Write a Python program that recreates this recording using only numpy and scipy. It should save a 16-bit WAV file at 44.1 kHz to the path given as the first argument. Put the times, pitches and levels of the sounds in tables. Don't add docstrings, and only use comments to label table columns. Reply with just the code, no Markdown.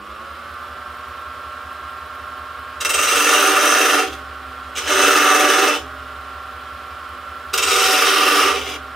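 import sys
import numpy as np
from scipy import signal
from scipy.fft import rfft, irfft
from scipy.io import wavfile
from scipy.ndimage import uniform_filter1d

SR = 44100
rng = np.random.default_rng(int(sys.argv[2]) if len(sys.argv) > 2 else 0)


def voltage_ratio(level):
    return 10 ** (np.asarray(level, float) / 20)


def master(y):
    cut = np.clip(np.atleast_2d(y).T, -1, 1)
    pcm = np.round(cut * 32767)
    wavfile.write(sys.argv[1], SR, pcm.astype(np.int16))


N = 394694
T = np.arange(N) / SR
HZ = np.fft.rfftfreq(8192, 1 / SR)
IDLE_HZ = 123
PER_TURN = 5.44

TOUCH = [
    2.803,
    4.750,
    7.532,
]
# slowest moment in seconds, sag in Hz, freed in seconds, overshoot in Hz,
# belt slackening in seconds.
LOADS = [
    (3.7, 5.8, 4.1, 4.1, 4.07),
    (5.3, 7.8, 5.85, 4.9, 5.79),
    (8.2, 6.7, 8.62, 4.6, 8.46),
]
# frequency in Hz, level in dB per Hz.
WOOD = [
    [(470, -46), (800, -27), (990, -18), (1300, 2), (1610, -9), (1760, -5), (2000, -11.5), (2700, -12.5),
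     (4130, -22.5), (6410, -13), (7360, -28), (8340, -21), (12800, -30), (16000, -28.5)],
    [(470, -47), (800, -13), (990, -17.5), (1230, -2.5), (2100, -10), (2730, -11), (3260, -9.5),
     (4630, -17.5), (6410, -14.5), (7450, -29), (8340, -21.5), (9220, -25), (13600, -26), (16000, -29)],
    [(470, -56), (800, -19), (990, -12), (1230, -1.5), (1460, -5.5), (1610, -11.5), (2240, -11.5),
     (2700, -9), (4240, -19.5), (5580, -15), (7450, -29), (9810, -28), (14500, -32), (16000, -35)],
]
# frequency in Hz, width in Hz, level in dB.
RINGS = [
    [(1320, 430, -3.5), (1796, 120, -4.5), (2300, 17, -20), (2726, 250, -6), (3140, 60, -7.5),
     (3590, 120, -11.5), (3860, 120, -16.5), (5150, 98, -19), (5900, 65, -10), (6350, 53, -12),
     (8180, 270, -16), (9930, 300, -19), (11400, 98, -27), (12900, 130, -25.5)],
    [(1286, 160, -3), (1786, 59, -10.5), (2150, 19, -8), (2656, 126, 2.5), (2960, 200, -3.5),
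     (3760, 120, -8), (5130, 110, -19), (5370, 34, -23), (5800, 94, -12.5), (6260, 21, -14),
     (6340, 45, -18), (8200, 300, -16.5), (9940, 120, -22.5)],
    [(1196, 85, -3), (1834, 110, -7), (2320, 38, -12), (2630, 51, -4), (2950, 18, -17), (3110, 43, -4),
     (3700, 190, -13), (5000, 60, -26), (5100, 170, -24), (5500, 130, -23), (6560, 27, -23),
     (8200, 230, -22), (9700, 250, -22)],
]


def cutting():
    # time in seconds, bite in dB, out-of-round share (0-1).
    strokes = [
        [(2.79, -25, 0.47), (2.85, -20, 0.94), (2.9, -20.5, 0.87), (3.0, -20.5, 0.76), (3.3, -19, 0.03),
         (3.6, -19.5, 0.36), (3.97, -18.5, 0.73), (4.025, -23, 0.5), (4.07, -29, 0.8), (4.115, -42.5, 0.3),
         (4.135, -30.5, 0.2), (4.155, -46, .3), (4.2, -47, .45)],
        [(4.74, -35.5, .03), (4.785, -26, 0), (4.81, -32, .03), (4.862, -32, .1), (4.876, -24.5, 0),
         (4.92, -23, 0.1), (5.0, -20.5, .3), (5.1, -20, 0.57), (5.7, -20.5, 0.57), (5.77, -29.5, 0),
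         (5.9, -71, 0)],
        [(7.52, -19.5, 0.68), (7.63, -21, 0.73), (7.68, -20, 0.61), (7.94, -19, 0.1), (8.3, -19, 0.56),
         (8.47, -19.5, 0), (8.62, -28.5, .1), (8.64, -34, .1), (8.66, -30.5, 0.2), (8.76, -33, 0.1),
         (8.772, -56, .1), (8.84, -70, 0.4)],
    ]
    graze_times = [0.45, 0.026, 0.42]
    # time in seconds, frequency in Hz.
    rest_notes = [
        [(2.9, 1320), (3.068, 1286), (4.05, 1300)],
        [(4.88, 1320), (5.09, 1320), (5.338, 1203), (5.76, 1310)],
        [(7.6, 1360), (7.918, 1355), (8.278, 1266), (8.5, 1300)],
    ]
    # level at entry in dB, at full depth in dB.
    deepenings = [
        [(0.5, 1.8), (-4, 12), (-6, 1), (0, -1.5), (1, -2), (4, 1), (8, -6), (1.5, 2.5), (0.3, -3)],
        [(2.5, -2.5), (-2, 10), (1.5, -3), (-2.5, -1.5), (-2.5, 0), (1, 3), (-1.5, -6), (-5, 3), (0.3, -10)],
        [(-2.5, 1.5), (-1.5, -8), (-2, 1), (2, -0.5), (0, -2), (-1, -2), (-2.5, -1), (-0.5, -3), (-5, -2)],
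    ]
    # thump of the blank in dB, ring of the rest in dB, hiss of the edge
    # in dB, thump missing at first in dB, bedding-in time in seconds, top fizz against the hiss in dB.
    tones = [(-1.5, 2.5, -6, -8.5, 0.3, -3.5), (1, 5.5, -3.5, -9.5, 0.19, -5.5),
             (-2, 2, -6.5, -5, 0.3, -5.5)]
    # rasp note at entry in Hz, settled in Hz, breadth (factor), level in dB.
    rasps = [(3300, 2880, 1.24, 8.5), (2830, 3020, 0.66, 14.5), (3100, 2910, 0.62, 14.5)]
    squeal_levels = [-3, -6, -1]
    rest_lags = [0.66, 0.28, 0.24]
    drone_levels = [-8.5, -5.5, -3.5]
    return sum(map(cut, strokes, TOUCH, WOOD, RINGS, graze_times, rest_notes, deepenings, tones,
                   rasps, squeal_levels, rest_lags, drone_levels))


def cut(stroke, touch, wood, rings, graze_s, rest, deepening, tone, rasp, squeal_db, lag, drone_db):
    # lower and upper edge of the band in Hz (bite, thump, ring, hiss, fizz).
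    bands = [(2000, 5000), (20, 900), (900, 2000), (5000, 9300), (9300, 20000)]
    memories = [0.36, 0.62, 0.46, 0.42, 0.29]
    # depth in dB, lag in turns.
    throbs = [(0.3, 0.23), (2, 0.071), (1.2, 0.61), (0.3, 0.47), (0.5, 0.52)]
    # frequency in Hz, width in Hz, level in dB.
    blank = [(295.7, 21.8, -2), (323, 14, -15.5), (400.5, 36, -4.5), (462, 54, -5), (528, 19, -9.5),
             (591, 72, -11.5), (647, 41, -16.5), (756, 29, -4), (896, 30, -6)]
    s, bite_points_db, oval = np.transpose(stroke)
    now = slice(round(s[0] * SR), round(s[-1] * SR))
    t = T[now]
    spin = drive()[1] / PER_TURN
    turns = spin[now] - spin[now][0]
    angle = (spin[now] - spin[round(touch * SR)]) % 1
    bite_db = np.interp(t, s, bite_points_db)

    high_side = np.minimum(angle / .2, 1) * np.exp(-angle / .5) * 2.1
    grain_db = 1.3 * np.cos(4 * np.pi * angle) + 1.3 * np.cos(8 * np.pi * angle)
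    grain_db += .7 * wander(45, count=1)[0][now]
    share = np.clip(np.interp(t, s, oval), 0, 1) ** 2
    contact = (1 - share + share * high_side) * voltage_ratio(grain_db) * np.clip((t - touch) / .006, 0, 1)
    ridges = np.interp(angle, np.linspace(0, 1, 19), rng.standard_normal(19))
    chatter_db = 0.8 * wander(260, count=1)[0][now]
    contact *= voltage_ratio(chatter_db + 0.98 * ridges)

    # the wood damps the tool, most of all above 7 kHz
    damped = [(f, max(w, f / (45 if f < 7000 else 16)), db) for f, w, db in rings]
    tool = body(HZ, wood, damped, -2.0, -1.8)
    bed = [(190, -73), (255, -24), (900, -18.0)]  # (Hz, dB per Hz)
    stages = []
    for stage in np.transpose(deepening):
        modes = [(f, w, db + more_db) for (f, w, db), more_db in zip(blank, stage)]
        stages.append(body(HZ, bed, modes, 0, 0))
    entry, deep = stages
    depth = (t - t[0]) / (t[-1] - t[0])

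    levels_db = band_db(t, angle * share, touch, bite_db, tone)
    bite, thump, ring, hiss, rub, fizz = levels_db
    sound = 0
    for (lo, hi), db, memory, (throb_db, late) in zip(bands, (bite, thump, ring, hiss, fizz), memories, throbs):
        band = 1 / np.sqrt((1 + (lo / (HZ + 1)) ** 12) * (1 + (HZ / hi) ** 12))
        spray_db = 1.6 * wander(90, count=1)[0][now] * (lo > 4000)
        turning_db = throb_db * np.sin(2 * np.pi * (angle - late))
        push = surface(turns, memory) * contact * voltage_ratio(db + spray_db + turning_db - 0.58)
        colours = [(entry, 1 - depth), (deep, depth)] if hi < 1000 else [(tool, 1)]
        for colour, part in colours:
            sound = sound + signal.oaconvolve(push * part, causal(colour * band))
    sound[:len(t)] += rest_note(t, turns, angle - lag, contact, ring, rest)
    sound[:len(t)] += rasping(t, turns, contact, rub, rasp)
    notes = squeal(t, angle, bite, graze_s, squeal_db) + drone(t, angle, thump, drone_db)
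    sound[:len(t)] += notes * (t > touch)
    sound = shifting(sound, graze_s)[:N - now.start]
    out = np.zeros(N)
    out[now.start:now.start + len(sound)] = sound
    return out


def band_db(t, angle, touch, bite_db, tone):
    # extra before bedding in in dB, slope in dB per dB of lighter
    # bite, loss between the first knocks in dB.
    habits = [(0.1, -0.36, -30), (2, -0.1, -6), (-0.5, -0.81, -14), (6, -0.66, -49)]
    *steady_db, late_db, bed_s, fizz_db = tone
    fresh = np.exp(-(t - touch) / bed_s)
    light = np.clip(-19 - bite_db, 0, 12)
    skip = angle * np.exp(-(t - touch) / 0.094)
    bite, thump, ring, hiss = [bite_db + db + new_db * fresh + slope * light + skip_db * skip
                               for db, (new_db, slope, skip_db) in zip((0, *steady_db), habits)]
    labour = np.interp(t, T[::99], strain()[1][::99]).clip(None, 0)
    thump = thump + late_db * fresh + labour
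    rasp = bite - 14 + 1.15 * light
    fizz = hiss + fizz_db + 5.5 * fresh - 1.5 * light
    return bite, thump, ring, hiss, rasp, fizz


def surface(turns, memory):
    fibres = rng.standard_normal((int(turns[-1]) + 2, 2048))
    fibres *= voltage_ratio(2.14 * np.minimum(rng.exponential(1, fibres.shape), 5))
    fibres = signal.lfilter([1], [1, -np.clip(memory, 0, .9)], fibres, axis=0)
    return evened(fibres.ravel()[(turns * 2048).astype(int)])


def rest_note(t, turns, angle, contact, ring_db, rest):
    beat_db = 3 * np.sin(2 * np.pi * angle)
    push = surface(turns, 0.13) * contact * voltage_ratio(ring_db + beat_db)
    note_hz = np.interp(t, *np.transpose(rest)) + 88 * np.cos(2 * np.pi * angle)
    return voltage_ratio(16.0) * resonate(push, note_hz, 62)


def rasping(t, turns, contact, rub_db, rasp):
    # multiple of the rasp note, width in Hz, level in dB, how far it follows the glide (0-1).
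    rasp_modes = [(.8, 260, 0.5, .3), (1, 260, 5.5, 0.7), (1.125, 240, 2, 1), (1.7, 180, -2.5, .1),
                  (2.06, 450, -10, .1), (2.27, 298, -26, .1)]
    entry_hz, settled_hz, breadth, rasp_db = rasp
    rub = surface(turns, 0.14) * contact * voltage_ratio(rub_db + rasp_db)
    glide = (entry_hz - settled_hz) * np.exp(-(t - t[0]) / 0.052)
    return sum(voltage_ratio(db) * resonate(rub, k * (settled_hz + follow * glide), width * breadth)
               for k, width, db, follow in rasp_modes)


def squeal(t, angle, bite_db, graze_s, db):
    # frequency in Hz, level against the bite in dB.
    blade_notes = [(2730, 1.5), (3950, -6.5), (1336, -12)]
    burst = np.sin(np.pi * np.clip(angle / .62, 0, 1)) ** .6
    damped_db = -5.5 * (1 - np.exp(-((t - t[0]) / (graze_s + .05)) ** 2))
    notes = 0
    for (hz, note_db), drift, swell in zip(blade_notes, wander(140, count=3), wander(70, count=3)):
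        phase = 2 * np.pi * np.cumsum(hz * (1 + 0.0218 * drift[:len(t)])) / SR
        notes = notes + voltage_ratio(note_db + 3.7 * swell[:len(t)]) * np.cos(phase)
    return notes * burst * voltage_ratio(bite_db + db + damped_db)


def drone(t, angle, thump_db, db):
    drift, swell = wander(60, count=2)[:, :len(t)]
    throb_db = 4 * np.sin(2 * np.pi * angle) + np.cos(4 * np.pi * angle) + 1.2 * swell
    phase = 2 * np.pi * np.cumsum(400.8 * (1 + 0.039 * drift)) / SR
    return voltage_ratio(thump_db + db + throb_db) * np.cos(phase)


def shifting(x, graze_s):
    # frequency in Hz, width in Hz, extra level in dB.
    graze = [(280, 106, -17.5), (2740, 140, 3.2), (3780, 200, 6.5), (6000, 360, 1.5), (6920, 210, 12),
             (8060, 750, 9.5), (4760, 520, 4), (1720, 200, -6), (756, 350, -6.5), (9700, 600, -7.5)]
    hz, t, z = signal.stft(x, SR, nperseg=512, noverlap=384)
    patches = uniform_filter1d(rng.standard_normal(z.shape), 4, 0)
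    patches = evened(uniform_filter1d(patches, 45, 1))
    sing_db = sum(db / (1 + (2 * (hz - f) / w) ** 2) for f, w, db in graze)
    fading_db = np.outer(sing_db, np.exp(-(t / graze_s) ** 2))
    z = z * voltage_ratio(0.98 * patches * (hz[:, None] > 2000) + fading_db)
    return signal.istft(z, SR, nperseg=512, noverlap=384)[1][:len(x)]


def snaps():
    # time in seconds, peak in dB.
    catches = [
        (2.812, -8),
        (2.849, 1),
        (4.7894, -14),
        (4.82, -11),
        (4.8754, -5),
        (4.9092, -6),
        (4.921, -4),
        (7.5373, -9),
    ]
    t, out = np.arange(600) / SR, np.zeros(N)
    for (s, db), tear in zip(catches, rng.standard_normal((len(catches), 600))):
        out[round(s * SR):][:600] += tear * np.exp(-t / 0.002) * voltage_ratio(db - 10)
    return signal.oaconvolve(out, causal(body(HZ, WOOD[0], RINGS[0], 0.5, 2.0)))[:N]


def drive():
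    # shortfall at the start in Hz, time constant in seconds.
    spin_up = [(24, .28), (2.5, 1.2)]
    t = np.arange(0, N / SR + .01, .005)
    hz = 123.1 - sum(short * np.exp(-t / lag) for short, lag in spin_up)
    for touch, (slowest, sag, freed, over, _) in zip(TOUCH, LOADS):
        hz -= sag * np.clip((t - touch) / (slowest - touch), 0, 1) ** 1.7 * (t < slowest)
        after = np.interp(t, [slowest, freed - .22, freed], [-sag, -4.6, over]) * (t >= slowest)
        hz += after * np.exp(-np.maximum(t - freed, 0) / .32)
    rate = np.interp(T, t, uniform_filter1d(hz, size=9, mode="nearest"))
    return rate, np.cumsum(rate) / SR, np.exp(-T / .4)


def strain():
    # start in seconds, end in seconds.
    spans = [
        (2.79, 4.2),
        (4.74, 5.9),
        (7.52, 8.84),
    ]
    start, end = spans[0]
    loaded = np.clip((T - start) / (end - start), 0, 1)
    return loaded, np.clip((drive()[0] - IDLE_HZ) / 4, -1.5 * loaded, 1.3)


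def whine():
    # multiple of the drive rate, level before the first cut in dB, level once loaded in dB.
    orders = [(0.912, -62, -63), (2.0, -66, -65), (2.086, -60, -54), (2.194, -62, -74), (3.252, -67, -60),
              (3.333, -61, -65), (4.718, -59, -53), (4.83, -58, -58), (5.001, -51, -56), (5.92, -58, -62),
              (6.152, -57, -53), (7.356, -59, -70), (7.906, -59, -78), (8.0, -60, -59), (8.663, -54, -58),
              (8.785, -43, -54), (9.002, -45, -48), (9.206, -50, -53), (9.329, -60, -51), (9.662, -53, -56),
              (9.744, -52, -54), (10.001, -46, -46), (10.102, -49, -57), (10.816, -52, -49),
              (11.003, -40, -38), (11.087, -58, -51), (11.188, -45, -49), (11.42, -47, -73),
              (12.0, -51, -49), (12.09, -72, -55), (13.004, -46, -53)]
    # frequency in Hz, gain in dB.
    window = [(200, 11), (480, -6), (760, -16), (1030, -26), (1090, -1.5), (1140, -4), (1188, -1.5),
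              (1235, -4.5), (1278, -1), (1302, -3), (1345, 4), (1378, 0.5), (1420, -4), (1470, -8.5),
              (1520, -6), (1590, -11)]
    rate, cycles, early = drive()
    loaded, racing = strain()
    lines = np.zeros(N)
    for (k, idle_db, late_db), flutter in zip(orders, wander(9.8, count=len(orders))):
        housing_db = np.repeat(read(window, k * rate[::64]), 64)[:N] - read(window, k * IDLE_HZ)
        shake_db = (4.5 * (k < 7) + 5 * (k < 4)) * np.maximum(racing, 0) - 2 * (k < 6)
        weak_db = 12 * (7 < k < 8.5) + 13 * (k > 12.5) - 3 * (11.9 < k < 12.05)
        weak_db += -5 * (9.9 < k < 11.1) - 12 * (3 < k < 4)
        weak_db += 9 * (abs(k - round(k)) > .02)
        shake_db -= early * weak_db + 8 * early ** 3 * ((k < 2.2) | (4.5 < k < 5.5))
        size = voltage_ratio(idle_db + (late_db - idle_db) * loaded + housing_db + shake_db + 1.3 * flutter + .7)
        phase = 2 * np.pi * (k * cycles + rng.random()) + .2 * flutter
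        lines += np.sqrt(2) * size * np.cos(phase)
    return lines


def belt():
    # multiple of the belt rate, level in dB, extra while spinning up in dB.
    belt_lines = [(12, -64, 0), (14, -62, 2), (16, -66, 6), (17, -68, 10), (48, -66, 16), (70, -68, 15),
                  (134, -67, 14), (92, -66, 12), (341, -58, 0), (331, -56, -4), (366, -62, 0)]
    _, cycles, early = drive()
    racing = strain()[1]
    lap = 2 * np.pi * (cycles / 23 + 0.47)
    spin_up_db = 11 * np.exp(-((T - 0.36) / 0.28) ** 2)
    upper = voltage_ratio(-21 * np.tanh(1.8 * np.maximum(racing, 0)) + spin_up_db)
    pair = (np.cos(13 * lap) + upper * np.cos(15 * lap)) / np.sqrt(1 + upper ** 2)
    pair *= voltage_ratio(hum_db() + 3.5)
    choke_db = 7 * np.minimum(racing, 0)
    faint = sum(voltage_ratio(db + extra_db * early + choke_db) * np.cos(round(k) * lap) for k, db, extra_db in belt_lines)
    return np.sqrt(2) * (pair + faint)


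def hum_db():
    level = -51 - 3 * np.exp(-(T / 0.35) ** 2)
    for touch, (*_, slack_s) in zip(TOUCH, LOADS):
        slack = np.clip((T - slack_s) / 0.11 + .5, 0, 1)
        level += -9.5 * np.clip((T - touch - 0.21) / .33, 0, 1) * (1 - slack)
        level += 6.5 * slack * np.exp(-np.maximum(T - slack_s, 0) / 0.58)
    return level


def whirr():
    # frequency in Hz, level in dB per Hz.
    housing = [(15, -37), (25, -52), (74, -11.5), (195, -17.5), (249, -16), (531, -10.5), (607, -11),
               (911, -12.5), (1100, -12), (1370, -3), (2050, -14), (3080, -14.5), (5880, -32),
               (12900, -35.5), (16000, -37)]
    # frequency in Hz, width in Hz, level in dB.
    housing_rings = [(600, 23, -1), (790, 9, 7), (1095, 80, 35.5), (1300, 21, -28), (1384, 110, 3),
                     (1470, 15, 3), (2670, 36, -19), (2810, 29, -2), (3020, 96, -16), (3350, 28, -22),
                     (5500, 140, 9)]
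    turns = drive()[1] / PER_TURN
    knock = 1 + 0.059 * np.cos(2 * np.pi * turns)
    air_db = -47 - 2.5 * np.exp(-T / 0.099) + 9.0 + 15.0 * np.minimum(strain()[1], 0)
    air = rng.standard_normal(N) * knock * voltage_ratio(air_db)
    step = voltage_ratio(3 / (1 + (HZ / 5650) ** 40) - 3 / (1 + (HZ / 4300) ** 8))
    air = signal.oaconvolve(air, causal(step * body(HZ, housing, housing_rings, -0.42, -35.0)))[:N]
    fizz = signal.sosfilt(signal.butter(4, 7000, "high", fs=SR, output="sos"), air)
    ticks = np.exp(-(2 * turns % 1) / .13) * voltage_ratio(4 * wander(45, count=1)[0])
    return air + fizz * (2.2 * ticks - .35)


def shop(x):
    taps = np.zeros((2, SR // 2))
    at = np.arange(150, SR // 2 - 20, 20) + rng.integers(0, 20, (2, (SR // 2 - 151) // 20))
    np.put_along_axis(taps, at, rng.choice([-1., 1.], at.shape), 1)
    taps *= voltage_ratio(-60 * np.arange(SR // 2) / SR / 0.15)
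    return signal.oaconvolve(x[None], taps / np.linalg.norm(taps[0]), axes=1)[:, :N]


def evened(x):
    return x / np.sqrt(np.mean(x ** 2) + 1e-20)


def read(points, hz):
    f, value = np.transpose(points)
    return np.interp(np.log(hz + 1), np.log(f + 1), value)


def body(hz, spectrum, rings, under_db, ring_db):
    power = sum(voltage_ratio(db + ring_db) ** 2 / (1 + (2 * (hz - f) / w) ** 2) ** 2 for f, w, db in rings)
    return np.sqrt(voltage_ratio(read(spectrum, hz) + under_db) ** 2 + power)


def causal(gain):
    log = np.log(np.maximum(gain, gain.max() * 1e-5))
    analytic = signal.hilbert(np.r_[log, log[-2:0:-1]])
    taps = np.fft.ifft(np.exp(np.conj(analytic))).real[:4096]
    return taps / np.linalg.norm(taps)


def resonate(x, hz, width):
    turn = np.exp(2j * np.pi * np.cumsum(hz) / SR)
    r = np.exp(-np.pi * width / SR)
    return 2 * (turn * signal.lfilter([1 - r], [1, -r], x / turn)).real


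def wander(hz, count):
    steps = rng.standard_normal((count, int(N / SR * hz) + 2))
    return np.array([np.interp(T * hz, np.arange(len(s)), s) for s in steps])


def scene():
    # frequency in Hz, level in dB.
    apart_levels = [(60, -76), (130, -1), (290, -9.5), (640, -9), (1410, -10.5), (3100, -7), (6820, -1.5),
                    (15000, 5)]
    # frequency in Hz, level in dB.
    port_tilt = [(60, 0), (130, -1), (290, -3), (640, -2.5), (1410, -2), (3100, -0.5), (6820, -1),
                 (15000, -0.5)]
    work = cutting() + snaps()
    lines, air = whine(), whirr()
    both, apart = shop(air + work)
    hz = np.fft.rfftfreq(N, 1 / SR)
    mid = rfft(0.89 * (air + work) + lines + voltage_ratio(-7.0) * both + belt())
    side = rfft(apart) * voltage_ratio(read(apart_levels, hz) - 3.5)
    side += .06 * rfft(air + lines) * (hz > 200)
    lean = voltage_ratio(read(port_tilt, hz) / 2)
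    return irfft(np.array([mid / lean + side, mid * lean - side])[::-1], N)


def band_limit(x):
    return signal.sosfilt(signal.butter(12, 15830, fs=SR, output="sos"), x)


def record(dry):
    edge = signal.firwin(255, 15800, window=("kaiser", 9), fs=SR)[None]
    limited = np.tanh(dry / 1.15) * 1.15
    return band_limit(signal.oaconvolve(limited, edge, "same"))


dry = scene()
out = record(dry)
master(out)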